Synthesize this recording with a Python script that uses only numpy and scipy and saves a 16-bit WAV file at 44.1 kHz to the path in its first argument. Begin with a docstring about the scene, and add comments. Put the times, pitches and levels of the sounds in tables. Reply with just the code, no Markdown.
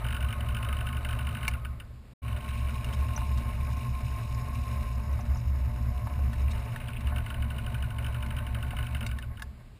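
"""A small belt-driven drill press rattles on a lawn, heard close up through a cheap 12 kHz camera.
It idles with a knocking quill, is switched off, then runs again: the bit is fed into a wooden handle,
drawn back, and the motor is switched off and coasts down with a few last knocks.
Filtered noise makes the stand, bearings and cutting; sines make the hum; short decaying bursts make
knocks, blows and scrapes. Quiet open air lies underneath."""
import sys
import numpy as np
from scipy import signal
from scipy.fft import rfft, irfft, next_fast_len
from scipy.io import wavfile
from scipy.ndimage import uniform_filter1d

SR = 44100
rng = np.random.default_rng(int(sys.argv[2]) if len(sys.argv) > 2 else 0)


def unload_audio(sound):
    """Save the sound as a 16-bit wav file, at the path given as the first command line argument."""
    columns = np.transpose(np.atleast_2d(sound))
    # keep every value between -1 and 1, then stretch to whole-number steps
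    steps = np.round(np.clip(columns, -1, 1) * 32767)
    wavfile.write(sys.argv[1], SR, steps.astype(np.int16))


N = 431738
T = np.arange(N) / SR
SPLINE_HZ = 49.85  # splines passing per second at full speed, four to a turn


def undb(db):
    """Decibels to gain."""
    return 10 ** (np.asarray(db) / 20)


def unit(x):
    """Scale to rms 1."""
    return x / np.sqrt(np.mean(x ** 2))


def curves(table):
    """The columns of a table, joined by straight lines in time."""
    s, *columns = np.transpose(table)
    return [np.interp(T, s, column) for column in columns]


def add(out, s, sound):
    """Mix a short sound in at time s."""
    i = max(int(s * SR), 0)
    out[i:i + len(sound)] += sound[:N - i]


def walk(rate_hz):
    """Smooth random wandering of rms 1: random steps, averaged twice."""
    k = int(SR / rate_hz)
    steps = np.repeat(rng.standard_normal(N // k + 1), k)
    smooth = uniform_filter1d(uniform_filter1d(steps, k), k)
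    return unit(smooth[:N])


def shaped(x, gain):
    """Filter x by a gain that is a function of frequency; rms 1."""
    size = next_fast_len(N)
    f = np.maximum(np.fft.rfftfreq(size, 1 / SR), 1)
    return unit(irfft(rfft(x, size) * gain(f), size)[:N])


def coloured(points):
    """Noise of rms 1 with a spectrum drawn through (pitch_hz, level_db) points."""
    hz, db = np.transpose(points)

    def gain(f):
        return undb(np.interp(np.log(f), np.log(hz), db, left=-99, right=-99))
    return shaped(rng.standard_normal(N), gain)


def resonant(modes):
    """Random shaking of steep resonances, each a bandpass applied twice; rms 1."""
    total = np.zeros(N)
    for hz, width, db in modes:
        def gain(f):
            return (1 + 1j * (f / hz - hz / f) * hz / width) ** -2
        total += undb(db) * shaped(rng.standard_normal(N), gain)
    return unit(total)


def steadied(x, span_s):
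    """Even out the slow swells of a vibration."""
    return x / np.sqrt(uniform_filter1d(x ** 2, int(span_s * SR)) + 1e-6)


def tone(hz):
    """A sine of rms 1 on a pitch curve."""
    turns = np.cumsum(hz * np.ones(N)) / SR + rng.random()
    return np.sqrt(2) * np.sin(2 * np.pi * turns)


def burst(t, hz, width_hz):
    """A rough ring around one pitch: many close modes that interfere."""
    z = rng.standard_normal(len(t)) + 1j * rng.standard_normal(len(t))
    band = np.exp(-(np.fft.fftfreq(len(t), 1 / SR) / width_hz) ** 2)
    z = np.fft.ifft(np.fft.fft(z) * band)
    return (z / np.sqrt(np.mean(np.abs(z) ** 2)) * np.exp(2j * np.pi * hz * t)).real


# hand on the feed lever, pressing the bit on the wood: start_s, pressure (0-1)
FEED_PRESSURE = [(2.3, 0), (2.55, 0.7), (3.1, 0.8), (3.4, 0.8), (4.8, 1), (5.3, 0.73), (6.0, 0.74),
                 (6.55, 0.7), (6.75, 0.6)]


def pressure():
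    """Feed pressure, which cannot be negative and is zero while the bit is in the air."""
    s, force = np.transpose(FEED_PRESSURE)
    return np.maximum(np.interp(T, s, force, left=0, right=0), 0)


# resonances of the stand: pitch_hz, width_hz (of each bandpass pass), level_db (relative)
COLUMN_MODES = [(38.2, 18, -16), (66.93, 13.2, -1)]
HEAD_MODES = [(114.2, 18.4, 1)]
BASE_MODES = [(33, 22, 4.5), (172.4, 71, -8), (225.4, 35.2, -2.5), (298, 45, -18)]
# belt orders that lie on the column's resonance and beat together: pitch_hz (full speed), level_db (relative)
BELT_ORDERS = [(61.8, -6.5), (66.6, -3.5), (69.1, -3.5), (72.3, -7.5)]
# sway of the column at full speed, calm as the bit comes out: start_s, level_db
SWAY_LEVEL = [(0, -30.5), (1.5, -33.5), (2.24, -34.5), (2.9, -29.5), (3.3, -28.5), (4.2, -35), (5.1, -30),
              (5.5, -27), (5.95, -31), (6.18, -28.5), (6.56, -26.5), (6.67, -42), (6.95, -41), (7.04, -29),
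              (7.6, -33.5), (9.1, -34)]
# rumble of the base at full speed, strong as the bit bites: start_s, level_db
RUMBLE_LEVEL = [(0, -48), (1.5, -49.5), (2.3, -50), (2.9, -46), (3.4, -45.5), (4.2, -49.5), (5.1, -47.5),
                (5.7, -48.5), (6.2, -45), (6.8, -49.5), (7.3, -47.5), (9.1, -48)]


def stand(speed, drift=0.00597, head_db=-36.5, foot_db=-44.0,
          sway_fall_db=72, head_fall_db=33, foot_fall_db=22, base_fall_db=28):
    """The flapping belt shakes column, head and base; orders on the column's resonance make it throb."""
    slowing = 1 - speed
    orders = sum(undb(db) * tone(hz * speed * (1 + drift * walk(2.8))) for hz, db in BELT_ORDERS)
    sway_db, = curves(SWAY_LEVEL)
    shaking = steadied(resonant(COLUMN_MODES) + speed ** 6 * orders, 0.27)
    sway = shaking * undb(sway_db - sway_fall_db * slowing ** 2)
    head = steadied(resonant(HEAD_MODES), 0.2) * undb(head_db - head_fall_db * slowing)
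    # the lowest resonance: the stand rocks on the ground
    foot = resonant(BASE_MODES[:1]) * undb(foot_db - foot_fall_db * slowing)
    rumble_db, = curves(RUMBLE_LEVEL)
    base = resonant(BASE_MODES[1:]) * undb(rumble_db - base_fall_db * slowing)
    return sway + head + foot + base


# current in the windings: start_s, current (0-1)
CURRENT = [(0, 1), (1.48, 1), (1.5, 0), (2.15, 0), (2.2, 1), (9.06, 1), (9.08, 0), (9.8, 0)]
# magnetic hum of the windings: pitch_hz (average), level_db (average)
HUM_TONES = [(120, -47), (240, -60), (600, -62), (720, -61.5), (893, -61.5), (1012, -60.5)]


def motor(waver_db=2.5, drift=0.001513):
    """Mains harmonics and rotor slot tones, there only while the current flows."""
    current, = curves(CURRENT)
    hum = np.zeros(N)
    for hz, db in HUM_TONES:
        level = undb(db + waver_db * walk(14))
        hum += level * tone(hz * (1 + drift * walk(10)))
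    return current * hum


# running gear before trims and slowing: start_s, quill_rub_db, belt_cover_ring_db, belt_and_bearing_whirr_db
GEAR_LEVELS = [(0, -57.5, -46.5, -49), (1.4, -55.5, -46.5, -51.5), (2.24, -59, -48, -54.5),
               (2.5, -53, -46, -51), (3.4, -54.5, -48.5, -50.5), (4.85, -55, -46, -51.5),
               (5.13, -60, -52.5, -52), (6.05, -61.5, -50.5, -54.5), (6.57, -55.5, -51, -48.5),
               (7.0, -59, -53.5, -53), (9.07, -58, -50.5, -52)]
# the belt cover sings while the quill is fed down: start_s, pitch_hz (average), level_db (average)
COVER_SONG = [(2.2, 1068, -92), (2.3, 1064, -55), (3.0, 1058, -52.5), (3.8, 1059, -52), (4.6, 1055, -50),
              (4.85, 1042, -53), (5.0, 1050, -58), (5.3, 1046, -90)]
# spectra of bearing whirr and dry quill rub: pitch_hz, level_db (per Hz, relative)
WHIRR_SPECTRUM = [(250, -8.5), (330, -12.5), (420, 5), (470, -6.5), (570, 7), (710, 4.5), (790, -8),
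                  (890, 5.5), (950, -4.5), (1280, 0.5), (1380, -7.5), (1500, -1), (1750, -3.5), (2300, -2)]
RUB_SPECTRUM = [(1500, -20), (1900, -25), (2250, 1), (2550, 0), (2880, -2), (3200, -17.5), (3850, -4.5),
                (4400, -16.5), (5200, -20.5), (6000, -13.5)]


def gear(speed, spline_turns, rub_trim_db=1.0, cover_trim_db=-4, pulse=0.16, grain_db=2.5, patchy_db=1.0,
         whirr_fall_db=30, rub_fall_db=18, cover_fall_db=42, slack=0.18):
    """Bearings whirr, the quill rubs in time with its splines, the belt cover rings and sings.

    Whirr, rub and ring fade with speed, the rub first."""
    slowing = 1 - speed
    rub_db, ring_db, whirr_db = curves(GEAR_LEVELS)
    sing_hz, sing_db = curves(COVER_SONG)
    beat = 1 + pulse * np.cos(2 * np.pi * spline_turns)
    whirr = coloured(WHIRR_SPECTRUM) * undb(whirr_db - whirr_fall_db * slowing + 2.17 * walk(40))
    roughness = undb(grain_db * walk(300) + patchy_db * walk(45))
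    rub_loss_db = rub_fall_db * (1 - np.exp(-slowing / slack))
    rub = unit(coloured(RUB_SPECTRUM) * beat * roughness) * undb(rub_db + rub_trim_db - rub_loss_db)
    cover = resonant([(1076.6, 57, 0)]) * undb(ring_db + cover_trim_db - cover_fall_db * slowing)
    song = tone(sing_hz + 2 * walk(20)) * undb(sing_db + 2 * walk(45))
    return whirr + rub + cover + song


# one knock in the quill and its spring: pitch_hz (average), width_hz, level_db (relative), delay_s, decay_s
QUILL_MODES = [(4900, 900, -16, 0, 0.0035), (3670, 220, -18, 0, 0.0077), (2656, 360, -4.5, 0.0028, 0.0052),
               (2197, 160, -5, 0.00018, 0.0036), (1770, 210, -21, .0045, 0.00086),
               (1487, 77, -9, 0.0051, 0.016), (1302, 380, -10.5, 0.00034, 0.0093)]


def spring_knock(ping_hz=2950, ping_s=0.0031, rise_s=0.0012, low_hz=1480, sink_hz=420, sink_s=0.00635,
                 low_db=-7, low_s=0.0039, echo_s=0.018, echo_db=-16):
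    """A knock pings the sleeve, then scatters down the coiled spring and sinks into a low ring."""
    t = np.arange(2560) / SR
    detune = 1 + .015 * rng.standard_normal()
    ping = np.sin(2 * np.pi * (ping_hz * detune * t + rng.random()))
    knock = ping * (1 - np.exp(-t / rise_s)) * np.exp(-(t / ping_s) ** 2)
    for hz, width, db, delay, decay in QUILL_MODES:
        age = np.maximum(t - delay, 0)
        envelope = (1 - np.exp(-age / rise_s)) * np.exp(-age / decay)
        knock = knock + undb(db) * burst(t, hz * detune, width) * envelope
    # slow waves near the spring's cut-off come in after the ping
    age = np.maximum(t - ping_s, 0)
    turns = np.cumsum(detune * (low_hz + sink_hz * np.exp(-age / sink_s))) / SR + rng.random()
    envelope = (1 - np.exp(-age / rise_s)) * np.exp(-age / low_s)
    knock = knock + undb(low_db) * np.sin(2 * np.pi * turns) * envelope
    # the wave comes back once from the far end of the spring
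    echo = np.interp(t - echo_s, t, knock, left=0)
    return 2 * (knock + undb(echo_db) * echo)


# stray knocks of the quill as it coasts or the load changes: start_s, level_db (relative)
STRAY_KNOCKS = [(1.512, -41.5), (1.536, -38), (1.649, -38.5), (1.8, -41), (2.279, -44), (2.328, -46),
                (2.363, -43), (2.685, -41.5), (2.888, -43), (2.927, -41), (3.084, -45), (6.801, -45),
                (6.883, -38), (7.07, -37), (7.16, -37), (9.089, -45), (9.113, -39), (9.224, -41.5),
                (9.372, -45)]
# idling with no load: start_s, end_s, hard_knock_db (average, relative)
IDLE_SPANS = [(0.025, 1.46, -37), (7.182, 9.04, -37.5)]
# one row per idle, chance of a hard knock: spline_1, spline_2, spline_3, spline_4 (each 0-1)
SPLINE_WEAR = [(.06, .62, .78, 1), (1, 0, .1, .12)]


def rattle(speed, spline_turns, uneven_db=1.4, tap_db=6, scatter_db=3, take_up_db=12, tap_fall_db=70, count=24):
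    """With no load worn splines knock in their play, some on nearly every turn; the others tap lightly."""
    out = np.zeros(N)
    for s, db in STRAY_KNOCKS:
        add(out, s, undb(db) * spring_knock())
    taps = [spring_knock() for _ in range(count)]
    # pressure on the bit takes up the play
    taps_db = curves(GEAR_LEVELS)[0] + tap_db - take_up_db * pressure() ** 2 - tap_fall_db * (1 - speed)
    for i in np.flatnonzero(np.diff(np.floor(spline_turns))):
        spline = round(spline_turns[i])
        luck, size = rng.random(), rng.standard_normal()
        db = taps_db[i] + scatter_db * size
        for (start, end, hard_db), chances in zip(IDLE_SPANS, SPLINE_WEAR):
            idling = start - .5 / SPLINE_HZ < T[i] < end
            if idling and luck < chances[spline % len(chances)]:
                db = hard_db + uneven_db * size
        add(out, T[i], undb(db) * taps[rng.integers(count)])
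    return out


def loose_disc(buzz_db=-54):
    """A wooden disc on the bit buzzes as it spins in the first run, then leaves only a faint trace."""
    spin, = curves([(0, 1), (.7, 1), (1.45, 1), (1.6, 0.7), (1.9, 0.031)])
    buzz = resonant([(1250, 76, 14), (1297, 130, -19), (2200, 250, -16)])
    return spin * undb(buzz_db + 3.6 * walk(49.74)) * buzz


# blows from the switch, the feed lever and the work: start_s, level_db (relative), brightest_hz, length_s
FRAME_BLOWS = [(1.479, -23.5, 2200, 0.0017), (2.844, -40, 2800, 0.00086), (2.934, -42, 3100, .005),
               (3.177, -32, 1164, 0.004), (3.216, -38, 950, 0.0035), (3.374, -43, 2560, 0.02),
               (5.191, -39.5, 770, 0.0042), (5.357, -41.5, 860, 0.0039), (6.071, -35.5, 920, 0.0028),
               (6.191, -39.5, 755, 0.0049), (6.331, -38, 1920, 0.0072), (6.512, -42, 3860, 0.006),
               (6.76, -36, 1800, 0.0032), (7.007, -42, 2090, 0.005), (7.118, -35.5, 766, 0.018),
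               (8.262, -42, 2220, 0.0052), (8.732, -37, 850, 0.009), (9.064, -32.5, 2200, 0.0026),
               (9.186, -38.5, 1700, 0.00084), (9.395, -42, 1730, .005), (9.421, -34, 1654, 0.0018)]
# modes of the frame: pitch_hz, level_db (relative), t60_s
FRAME_MODES = [(227, -7, 0.071), (550, 2, 0.024), (717, -2, 0.11), (882, -2, 0.082), (1095, 0.5, .05),
               (1310, -3, 0.019), (1475, -1.5, 0.038), (1727, -5, 0.06), (1830, -6.5, 0.01),
               (2103, -2.5, 0.023), (2370, -35.5, .025), (2775, 2.5, 0.025), (3370, -8, 0.03),
               (3740, -0.5, 0.031), (4300, -3, 0.027), (4770, -10, 0.065), (5300, -3, 0.043),
               (5850, 0, 0.038)]


def blows(crack_db=-12, focus_db=5, bounce=0.13, ring_db=-6.5, part_db=-1.5, part_width_hz=110,
          part_s=0.0048, soft_s=0.0049):
    """Each blow is a push and a chatter of contacts that ring the frame.

    The shorter it is, the more the struck part also rings at its own pitch."""
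    out, t = np.zeros(N), np.arange(4096) / SR
    for s, db, bright_hz, length in FRAME_BLOWS:
        contact = bounce * rng.standard_normal(len(t)) * np.exp(-t / length) + (t == 0)
        ring = np.zeros(len(t))
        for hz, mode_db, t60 in FRAME_MODES:
            level = undb(mode_db - focus_db * np.log2(hz / bright_hz) ** 2 - 60 * t / t60)
            ring += level * np.sin(2 * np.pi * (hz * t + rng.random()))
        body = signal.fftconvolve(contact, ring * (1 - np.exp(-t / 0.00034)))[:len(t)]
        crack = burst(t, 1.4 * bright_hz, bright_hz) * np.exp(-t / length)
        part = burst(t, bright_hz, part_width_hz) * (1 - np.exp(-t / 0.00058)) * np.exp(-t / part_s)
        # body and part are levelled over their first 10 ms
        blow = undb(ring_db) * body / body[:441].std()
        blow += undb(part_db) * np.exp(-length / soft_s) * part / part[:441].std()
        blow += 2 * undb(crack_db) * crack
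        add(out, s, undb(db) * blow)
    return out


# spectrum of the scraped wood: pitch_hz, level_db (per Hz, relative)
CUT_SPECTRUM = [(3000, -29), (3900, -6), (4600, -5), (5250, 8), (5700, -4.5), (6000, 2.5)]
# squeaks of the bit in the hole: start_s, pitch_hz, level_db (relative), length_s
BIT_SQUEAKS = [(3.162, 5810, -34.5, 0.013), (3.767, 5700, -57, .012), (4.545, 5750, -60, 0.014),
               (5.127, 5700, -59, 0.013), (5.208, 5850, -53, 0.013), (5.346, 5180, -55.5, .012),
               (5.37, 5700, -54, .014)]


def drilling(spline_turns, cut_db=-62, grain_db=3, lips=0.037):
    """The two lips of the bit scrape the wood; now and then its flank sticks and squeaks."""
    two_per_turn = 1 + lips * np.cos(np.pi * spline_turns)
    scrape = coloured(CUT_SPECTRUM) * undb(grain_db * walk(150)) * two_per_turn
    out = unit(scrape) * pressure() * undb(cut_db)
    for s, hz, db, length in BIT_SQUEAKS:
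        u = np.linspace(0, 1, int(length * SR))
        swell = np.sin(np.pi * u ** 0.51) ** 2
        add(out, s, undb(db) * 2 * swell * np.sin(2 * np.pi * hz * length * u))
    return out


# the bit brushes the rim of the hole: start_s, end_s
RIM_SPANS = [(2.439, 2.8), (6.449, 7.1)]


def chatter(count=45, grain_db=-47, spread_db=6.0, decay_s=0.0027):
    """While the bit enters and leaves the hole it skips against the rim in small dry scrapes."""
    out, t = np.zeros(N), np.arange(1024) / SR
    for start, end in RIM_SPANS:
        times = rng.uniform(start, end, count)
        pitches = rng.uniform(2160, 3010, count)
        sizes = rng.standard_normal(count)
        for s, hz, size in zip(times, pitches, sizes):
            scrape = burst(t, hz, 580) * (1 - np.exp(-t / 0.0026)) * np.exp(-t / decay_s)
            add(out, s, 2 * undb(grain_db + spread_db * size) * scrape)
    return out


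# running speed of the motor: start_s, speed (0-1 of full speed)
MOTOR_SPEED = [(0, 1), (1.48, 1), (2.14, .4), (2.2, 1), (9.07, 1), (9.79, .35)]
# spectrum of the open air: pitch_hz, level_db (per Hz, relative)
AIR_SPECTRUM = [(25, 0.5), (100, -10), (250, -21), (500, -27.5), (1500, -36), (3000, -38.5), (5000, -40),
                (6000, -51.5)]


def scene():
    """The whole machine over quiet open air."""
    speed, = curves(MOTOR_SPEED)
    turns = np.cumsum(SPLINE_HZ * speed) / SR
    # in each run the splines are counted from the start of its idling
    first, second = (np.interp(idle[0], T, turns) for idle in IDLE_SPANS)
    spline_turns = turns - np.where(T < 2.17, first, second)
    machine = stand(speed) + motor() + gear(speed, spline_turns) + rattle(speed, spline_turns) + blows()
    work = loose_disc() + chatter() + drilling(spline_turns)
    air = undb(-51) * coloured(AIR_SPECTRUM)
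    return (machine + work + air)[None]


# the sound cuts out briefly between the two runs: start_s, open (0-1)
BRIEF_GAP = [(2.132, 1), (2.137, 0), (2.218, 0), (2.236, 1)]
CAMERA_SR, TOP_HZ = 12000, 15100  # sample rate and treble limit, Hz


def record(dry):
    """The camera holds each 12 kHz sample, which mirrors the sound into a gritty treble."""
    sampled = signal.resample_poly(dry * curves(BRIEF_GAP)[0], CAMERA_SR, SR, axis=-1)
    steps = np.repeat(sampled, 8, axis=-1)
    held = signal.resample_poly(steps, SR, 8 * CAMERA_SR, axis=-1)[:, :N]
    lowpass = signal.ellip(8, .2, 70, TOP_HZ, fs=SR, output="sos")
    return signal.sosfilt(lowpass, held)


dry = scene()
out = record(dry)
unload_audio(out)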